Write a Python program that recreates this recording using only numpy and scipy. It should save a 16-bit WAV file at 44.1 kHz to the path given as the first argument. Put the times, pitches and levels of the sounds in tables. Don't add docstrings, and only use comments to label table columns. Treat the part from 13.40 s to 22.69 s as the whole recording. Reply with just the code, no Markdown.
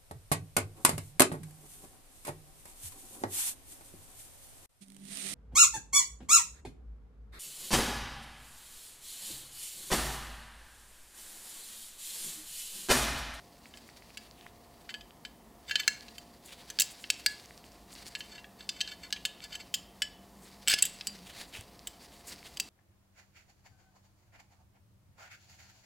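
import sys
import numpy as np
from scipy import signal
from scipy.fft import rfft, irfft, next_fast_len
from scipy.io import wavfile
from scipy.ndimage import map_coordinates

SR = 44100
rng = np.random.default_rng(int(sys.argv[2]) if len(sys.argv) > 2 else 0)


def generate_wav(sig):
    pcm = np.round(np.clip(np.atleast_2d(sig).T, -1, 1) * 32767).astype(np.int16)
    wavfile.write(sys.argv[1], SR, pcm)


N = 409688

PLATE_HZ = 1700
# (frequency [Hz], relative level [dB], t60 when free [s])
BUCKLE_MODES = [(1464, -7.5, .12), (PLATE_HZ, 2.5, 0.26), (1724, -4.5, 0.11), (2030, -2, 0.26),
                (2280, -4.5, 0.068), (2600, -15.5, 0.07), (2730, -3, 0.15), (2996, -6, 0.12),
                (3090, -1, 0.19), (3300, -24, .1), (3554, -2.5, 0.083), (4110, -11, 0.39), (4440, 4, 0.092),
                (4372, 1, 0.16), (4740, -3.5, 0.25), (4900, -9, 0.32), (5010, -8.5, 0.19),
                (5640, -36, 0.0995), (5400, -12, 0.34), (6200, -2, .25), (6490, -16.5, 0.04),
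                (6850, -6.5, 0.16), (7500, -2.5, 0.084), (7350, -10, 0.33), (7820, -0.5, 0.16),
                (9050, -5, 0.14), (10800, -28, .04), (12070, 6.5, 0.094)]


def amp(db):
    return 10 ** (np.asarray(db) / 20)


def unit(x):
    return x / np.sqrt(np.mean(x ** 2) + 1e-20)


def along(points, hz):
    f, value = np.transpose(points)
    return np.interp(np.log(hz + 1), np.log(f + 1), value)


def curves(rows):
    time_s, *columns = np.transpose(rows)
    return [np.interp(np.arange(N) / SR, time_s, column) for column in columns]


def wobble(knots_per_s):
    knots = rng.standard_normal(int(N * knots_per_s / SR) + 4)
    return map_coordinates(knots, [np.arange(N) * knots_per_s / SR])


def filtered(x, response):
    size = next_fast_len(x.shape[-1] + 8192)
    spectrum = rfft(x, size) * response(np.fft.rfftfreq(size, 1 / SR))
    return irfft(spectrum, size)[..., :x.shape[-1]]


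def grit(spiky_db):
    size_db = spiky_db * np.minimum(rng.exponential(size=N), 6)
    return unit(rng.standard_normal(N) * amp(size_db))


def add(track, time_s, sound):
    part = track[round(time_s * SR):][:len(sound)]
    part += sound[:len(part)]


def swell(crest_s, db, rise_s, fall_s):
    shape = 2.3
    t = np.arange(N) / SR - crest_s
    return amp(db - 20 * np.abs(t / np.where(t < 0, rise_s, fall_s)) ** shape)


def bump(db, hz):
    t = np.arange(SR // 20) / SR
    return amp(db) * np.sin(2 * np.pi * hz * t) * np.exp(-hz * t / 0.71)


def clinks():
    # (time [s], level [dB], then against the 2.2-3.9 kHz modes: plate flexing [dB],
    # middle modes [dB], brightness [dB]; favoured low, middle and high mode [Hz, Hz, Hz],
    # freedom to ring [0-1], t60 of the plate flexing before 0.01 s is added [s])
    contacts = [(0.3388, -37, -17, -19, -21, 2100, 4806, 6380, 0.28, 0.16),
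                (0.3727, -40, -16, -5, -9, 2820, 4640, 7900, 0.22, 0.15),
                (0.7724, -33, -9, 1, -4.5, 2820, 4769, 9200, 0.21, 0.13),
                (1.492, -31.5, -8, -7, -21, 2880, 4360, 7300, 0.42, 0.13),
                (1.541, -32.5, -3, -7, -15, 3090, 4763, 7830, 0.44, 0.1),
                (1.6093, -43.5, -9, -6, -14, 3090, 4900, 6860, 0.32, 0.14),
                (1.8504, -29, -13.5, -10, -19, 3359, 4000, 7810, 0.39, 0.14),
                (2.2952, -30, -13, -13, -12, 2560, 4770, 7830, 0.5, 0.16),
                (2.3101, -20, -9.5, -8, -18, 2730, 4400, 6800, 0.49, 0.26),
                (2.356, -14, -11.5, -6, -15.5, 2852, 4083, 7400, 0.25, 0.16),
                (2.4334, -32, -23, -11, -25, 3080, 5020, 6400, 0.1, 0.16),
                (2.4779, -13, -6, -1, -6, 2770, 3930, 7560, 0.2, 0.11),
                (2.6827, -41, -14, 2, -25, 3000, 4030, 7460, 0.12, 0.16),
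                (2.7818, -33, -25, -8, -6, 2800, 4750, 7460, 0.2, 0.16),
                (3.3011, -36, -7.5, 1, 1.5, 2960, 5713, 6560, 0.23, 0.12),
                (3.3884, -20.5, -10.5, 4, -5, 3100, 4670, 6400, 0.06, 0.12),
                (3.398, -21, -26, 0, 6.5, 3090, 4398, 6260, 0.32, 0.16),
                (3.4057, -17.5, -29, -6, 3, 2860, 5087, 7430, 0.26, 0.16),
                (3.419, -22, -24, 2.5, 7.5, 2740, 4740, 7500, 0.14, 0.16),
                (3.6407, -30, -17, -10, -38, 2796, 4360, 7490, 0.19, 0.15),
                (3.7018, -15.5, -18, 1.5, -1, 2740, 5200, 7900, 0.11, 0.092),
                (3.8612, -16.5, -4.5, 5.5, -4, 2520, 4740, 8000, 0.17, 0.22),
                (4.7512, -22.5, -18.5, -8.5, -16.5, 2880, 4280, 7900, 0.33, 0.18),
                (4.8059, -31.5, -15, -5, -19, 3770, 4510, 6350, 0.48, 0.16),
                (4.98, -39.5, -9, -7, -27, 2690, 4009, 6420, 0.63, 0.16),
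                (5.0432, -43, -3, -14, -20, 2700, 4860, 6730, 0.34, 0.16),
                (5.2073, -37.5, -13, -5.5, -27, 3877, 4220, 6460, 0.16, 0.16),
                (5.291, -24, -21, -0.5, -8, 3590, 4890, 7440, 0.22, 0.16),
                (5.4061, -24, -16.5, -2, -17, 2820, 4065, 6840, 0.4, 0.16),
                (5.4115, -18.5, -20, 0.5, -12, 3315, 4280, 7800, 0.22, 0.16),
                (5.476, -32.5, -14, 0, -24, 3121, 4040, 6490, 0.15, 0.16),
                (5.7052, -30.5, -23, -16, -17, 3550, 4968, 6730, 0.07, 0.17),
                (5.7261, -21, -15, 0.5, -10, 3060, 4570, 7820, 0.23, 0.2),
                (5.7623, -38.5, -10.5, -11, -25, 3300, 4410, 6890, 0.6, 0.16),
                (5.852, -18, -22, -4.5, -8, 3120, 4520, 7570, 0.37, 0.19),
                (6.0399, -39, -20, 1, -4, 3060, 4871, 7750, 0.4, 0.16),
                (6.1275, -38, -14, -3, -8, 3160, 4828, 7860, 0.56, 0.16),
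                (6.1529, -33.5, -15, -4, -7, 3230, 6050, 7800, 0.4, 0.16),
                (6.3407, -19.5, -32, -6.5, -3, 3180, 5030, 6900, 0.37, 0.16),
                (6.6198, -18, -11, -6.5, -8.5, 2990, 5270, 8060, 0.35, 0.12),
                (7.2755, -19, -11, -4, -4, 2810, 4200, 7820, 0.06, 0.16),
                (7.2819, -13.5, -20, -7, -1.5, 2850, 4970, 7820, 0.24, 0.16),
                (7.2974, -24, -20, -3, 0.5, 2700, 5030, 7820, 0.56, 0.16),
                (7.3076, -20.5, -9, -2, -5, 3200, 5030, 7800, 0.4, 0.18),
                (7.3163, -22, -7, -2.5, -3, 3560, 4600, 8760, 0.6, 0.18),
                (7.3279, -18.5, -10.5, -3, -9, 3812, 5010, 6490, 0.28, 0.16),
                (7.3381, -11.5, -17, -3, -8, 2700, 4910, 9000, 0.2, 0.13),
                (7.3874, -31, -7, 2.5, 0, 3200, 5010, 9000, 0.4, 0.16),
                (7.424, -16.5, -30, -5.5, 4, 2750, 4700, 8200, 0.18, 0.16),
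                (7.4386, -30.5, -7, 0, -8, 3070, 4795, 7350, 0.22, 0.15),
                (7.453, -24.5, -26, -11, 3, 2940, 4710, 8690, 0.32, 0.16),
                (7.4634, -33, -30, -1, -2, 3060, 3900, 7870, 0.28, 0.16),
                (7.6103, -27.5, -28, -4.5, -22, 4100, 4740, 8710, 0.05, 0.16),
                (7.67, -30, -22, 4, 6, 3170, 4740, 7860, 0.31, 0.16),
                (8.472, -34, -16, -4, 3.5, 3260, 4050, 8250, 0.28, 0.13),
                (9.1715, -35, -22, 3, 1, 2860, 4806, 7600, 0.12, 0.15),
                (9.199, -19.5, -32, -3.5, -0.5, 2900, 4750, 7600, 0.23, 0.16)]
    edges_hz = [1300, 2200, 3900, 6300, 9500, 16800]
    low_db, top_db, top_grows = -7.5, -8, 1.15
    detune = .003
    spot_rings = 1.4
    knock_hz, knock_db, knock_grows = 727, -9, 1.73

    out, knocks = np.zeros(N), np.zeros(N)
    t = np.arange(SR // 6) / SR
    short_t = t[:SR // 25]
    hz, mode_db, t60_s = np.array(BUCKLE_MODES).T[..., None]
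    band = np.searchsorted(edges_hz, hz[:, 0]) - 1
    mids_hz = np.sqrt(np.multiply(edges_hz[1:], edges_hz[:-1]))

    def favour_db(f, width, tops_hz):
        return sum(11 * np.exp(-(np.log(f / top) / width) ** 2) for top in tops_hz)

    for time_s, db, plate_db, mid_db, bright_db, *spot_hz, free, plate_t60_s in contacts:
        top_band_db = top_grows * bright_db + top_db
        colour_db = low_db + np.array([plate_db, 0, mid_db, bright_db, top_band_db])
        free = np.clip(free, .05, 1.5)
        tops_hz = (PLATE_HZ, *spot_hz)
        luck = rng.standard_normal((len(BUCKLE_MODES), 2))
        small, chatter = rng.random((60, 2)), rng.random((2, 2))

        favour = favour_db(hz, .03, tops_hz)
        held_t60_s = t60_s * free * spot_rings ** (favour / 11)
        life_s = np.where(hz == hz[1], abs(plate_t60_s) + .01, held_t60_s)
        weight = amp(mode_db[:, 0] + favour[:, 0] + 2.5 * luck[:, 0])
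        band_norm = np.sqrt(np.bincount(band, weight ** 2))[band]
        strength = weight / band_norm * amp(colour_db)[band]
        tones = np.sin(2 * np.pi * hz * (1 + detune * luck[:, 1:]) * t)
        ring = strength @ (np.exp(-np.log(1000) * t / life_s) * tones)

        small_hz = 1600 + 15000 * small[:, :1] ** 1.6
        small_db = along([*zip(mids_hz, colour_db), (16600, colour_db[-1])], small_hz[:, 0])
        small_db += .5 * favour_db(small_hz[:, 0], .1, tops_hz) - 14 * small[:, 1]
        small_decay = amp(-60 * short_t / (0.014 + 0.049 * free))
        small_tones = np.sin(2 * np.pi * small_hz * short_t)
        ring[:len(short_t)] += amp(small_db - 1.5) @ (small_decay * small_tones)
        ring *= 1 - np.exp(-t / .0002)

        blow = amp(db) * ring
        add(out, time_s, blow)
        add(knocks, time_s, bump(knock_grows * db + knock_db, knock_hz))
        for late, weak in chatter:
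            add(out, time_s + .001 + .004 * late, amp(-5 - 10 * weak) * blow)
    highpass = signal.butter(6, 1480, "high", fs=SR, output="sos")
    return knocks + signal.sosfilt(highpass, out)


def scrapes():
    # (crest [s], level [dB], rise [s], fall [s])
    drags = [(1.496, -41.5, 0.0087, 0.018), (2.304, -44.5, 0.043, 0.0082), (2.402, -40, 0.034, 0.013),
             (4.835, -55, .01, .055), (4.94, -51.5, 0.064, .075), (5.195, -53, 0.017, .08),
             (5.39, -49.5, 0.074, 0.019), (5.504, -43, .05, 0.038), (5.65, -47.5, 0.04, .028),
             (6.043, -47, 0.045, 0.024), (6.154, -46, 0.062, 0.016), (6.212, -49.5, 0.033, 0.013),
             (7.3, -29.5, 0.029, 0.038), (7.4, -37, 0.037, 0.034)]
    level = sum(swell(*row) for row in drags)
    slips = grit(spiky_db=3.5) * amp(4.6 * wobble(120))

    def voice(f):
        modes = 0
        for k, (mode_hz, db, t60_s) in enumerate(BUCKLE_MODES):
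            resonance = 1j * f * (11.0 / t60_s) / (mode_hz ** 2 - f * f + 1j * f * 8.1 / t60_s)
            modes = modes + (-1) ** k * amp(db) * resonance
        direct = 0.04 * (f > 1300)
        return (modes + direct) / (1 + (f / 7500) ** 5)

    dragged, steady = filtered(np.array([slips * level, slips]), voice)
    return dragged / np.std(steady)


def gloves():
    # (time [s], level [dB])
    rustle = [(0, -67), (.7, -59.5), (1.09, -72), (1.4, -68), (2.12, -82.5), (2.32, -57), (2.78, -60.5),
              (3.03, -70), (3.26, -57.5), (3.9, -55.5), (4.4, -66), (4.79, -56.5), (5.1, -71), (5.4, -63.5),
              (6.2, -64), (6.8, -71), (7.45, -53.5), (8.25, -63.5), (9.29, -58)]
    # (crest [s], level [dB], rise [s], fall [s], treble against it [dB], squeak band [Hz])
    strokes = [(.86, -63, .05, 0.022, 0, 3700), (1.04, -63, 0.11, 0.072, -12, 2210),
               (1.42, -74.5, 0.068, 0.13, 1, 4300), (3.04, -59, .025, 0.067, 3.5, 4000),
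               (3.118, -53.5, 0.044, 0.032, -16, 2800), (3.196, -57, .035, 0.04, -25, 3210),
               (3.503, -56.5, 0.0082, 0.047, 4, 4580), (4.634, -55, 0.14, 0.038, -29, 4460),
               (4.683, -56, 0.026, 0.012, 5.5, 4500), (7.05, -65.5, 0.037, 0.068, 2, 3600),
               (7.885, -54.5, .03, 0.055, -5.5, 2150), (7.996, -49.5, .06, 0.065, -14, 4200),
               (8.153, -47, 0.029, 0.078, -11, 2660), (8.646, -56, 0.032, 0.024, -1, 5000),
               (8.736, -63, .03, 0.034, -11, 2880), (8.922, -47.5, 0.057, 0.029, -1, 4800),
               (9.064, -50.5, 0.022, 0.027, 1.5, 3160)]
    # (frequency [Hz], relative level per Hz [dB])
    body_colour = [(600, -9), (1300, -11.5), (2000, -5.5), (5000, -12), (9000, -14), (15500, -24.5)]
    # (frequency [Hz], relative level per Hz [dB])
    fizz_colour = [(4000, -26), (7000, 0.5), (10000, -4.5), (15500, -13.5)]
    # (time [s], level before a 2 dB lift [dB], frequency [Hz])
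    ticks = [(0.2572, -37, 2300), (0.49, -38.5, 2040), (0.7048, -41, 2500), (.9118, -35, 4760),
             (1.011, -36, 3430), (1.066, -33.5, 1920), (1.7078, -39, 3060), (2.6088, -30.5, 4720),
             (3.4554, -49, 4450), (3.4944, -38, 4430), (3.9985, -34, 4620), (4.0586, -35, 6100),
             (4.1084, -36.5, 2000), (4.1774, -34.5, 5040), (4.2414, -39.5, 2930), (4.3195, -41, 5460),
             (4.529, -35, 4670), (4.553, -32, 4740), (4.682, -33.5, 5570), (6.005, -33.5, 3180),
             (7.7682, -41, 5270), (8.1513, -29.5, 2500), (8.2102, -28.5, 8500), (8.3931, -34.5, 4820),
             (8.961, -37, 5240), (9.029, -38, 2260)]
    # (time [s], level [dB], frequency [Hz])
    bumps = [(1.063, -36, 920), (3.397, -39.5, 308), (7.339, -27.5, 410), (8.191, -36.5, 94.5)]
    stroked_hz, stroked_width_hz, stroked_db = 4620, 75, 5.1
    faint_count, faint_over_db, faint_mid_hz = 24, 19, 3200

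    rustle_db, = curves(rustle)
    level, treble = amp(rustle_db), amp(rustle_db - 10.5)
    squeak_hz = np.full(N, 4650.)
    for *crest, treble_db, hz in strokes:
        stroke = swell(*crest)
        squeak_hz = (level * squeak_hz + stroke * hz) / (level + stroke)
        level = level + stroke
        treble = treble + amp(treble_db) * stroke

    hz, t, spectrum = signal.stft(grit(spiky_db=3.5) * amp(2.6 * wobble(70)), SR, nperseg=512)
    frame_hz = np.interp(t, np.arange(N) / SR, squeak_hz)
    squeak_db = 7 * np.exp(-(np.log((hz[:, None] + 1) / frame_hz) / 0.26) ** 2)
    metal_db = stroked_db / (1 + ((hz - stroked_hz) / stroked_width_hz) ** 2)
    body_gain = amp((along(body_colour, hz) + metal_db)[:, None] + squeak_db)
    body = unit(signal.istft(spectrum * body_gain, SR, nperseg=512)[1][:N])
    patches = grit(spiky_db=4.5) * amp(7.8 * wobble(35))
    fizz = unit(filtered(patches, lambda f: amp(along(fizz_colour, f))))
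    out = level * body + treble * fizz

    faint = []
    for when, weak, pitch in rng.random((faint_count, 3)):
        db = rustle_db[int(when * N)] + faint_over_db - 8 * weak
        faint.append((when * N / SR, db, faint_mid_hz * 3 ** (pitch - .5)))
    t = np.arange(SR // 20) / SR
    for time_s, db, hz in [*ticks, *faint]:
        envelope = np.exp(-hz * t / 1.36) * (1 - np.exp(-hz * t / 0.079))
        add(out, time_s, amp(db + 2) * np.sin(2 * np.pi * hz * t) * envelope)
    for time_s, db, hz in bumps:
        add(out, time_s, bump(db, hz))
    return out


def room(x):
    # (frequency [Hz], t60 [s])
    decay = [(1000, 0.31), (3000, 0.49), (6000, 0.34), (12000, 0.22)]
    out, step = np.zeros(N), SR // 3
    for start in range(0, N, step):
        hz, t, spectrum = signal.stft(rng.standard_normal(SR // 2), SR, nperseg=256)
        onset = 1 - np.exp(-(t / 0.013) ** 2)
        fade = amp(-60 * t / along(decay, hz)[:, None])
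        tail = signal.istft(spectrum * onset * fade, SR, nperseg=256)[1]
        echo = signal.fftconvolve(x[start:start + step], tail / np.linalg.norm(tail))
        add(out, start / SR, echo)
    return out


def air():
    # (frequency [Hz], relative level per Hz [dB])
    mid_colour = [(12, -51), (20, -26.5), (49, 0), (70, -2.5), (88, -8), (228, -5.5), (399, -10),
                  (660, -11), (718, -11), (802, -11.5), (1060, -13.5), (1610, -25.5), (1760, -19.5),
                  (2320, -26.5), (16000, -29.5)]
    # (frequency [Hz], side against mid [dB])
    side_colour = [(30, -17.5), (500, -19), (1500, -26), (6000, -21), (12000, -6)]
    # (time [s], frequency [Hz], level [dB])
    drone_track = [(0, 226.4, -70), (2.9, 234.6, -63), (3.7, 233, -81), (4.5, 198.3, -65),
                   (5.5, 197.4, -61), (6.0, 181, -64), (6.5, 187.2, -60), (7.84, 194, -59),
                   (7.92, 198.2, -67), (9.29, 196, -67.5)]
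    noise_db, hiss_top_hz = -58, 15800
    fan_hz, fan_db = 700, -66

    def colour(f):
        mid_gain = amp(along(mid_colour, f)) * (f < hiss_top_hz)
        return mid_gain * np.array([f ** 0, amp(along(side_colour, f))])

    mid, side = filtered(rng.standard_normal((2, N)), colour)
    gain = amp(noise_db + 0.25 * wobble(1.97)) / np.std(mid)
    fan_level = amp(fan_db + 1.8 * wobble(5))
    hum = fan_level * np.sin(2 * np.pi * np.cumsum(fan_hz + 1.455 * wobble(3)) / SR)
    drone_hz, drone_db = curves(drone_track)
    drone_level = amp(drone_db + 3 * wobble(14))
    drone = drone_level * np.sin(2 * np.pi * np.cumsum(drone_hz + 9 * wobble(20)) / SR)
    return gain * np.array([mid + side, mid - side]) + hum + drone


def scene():
    hands = clinks() + scrapes() + gloves()
    return hands + amp(-18.5) * room(hands) + air()


def record(dry):
    return filtered(dry, lambda hz: hz < 16800)


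dry = scene()
out = record(dry)
generate_wav(out)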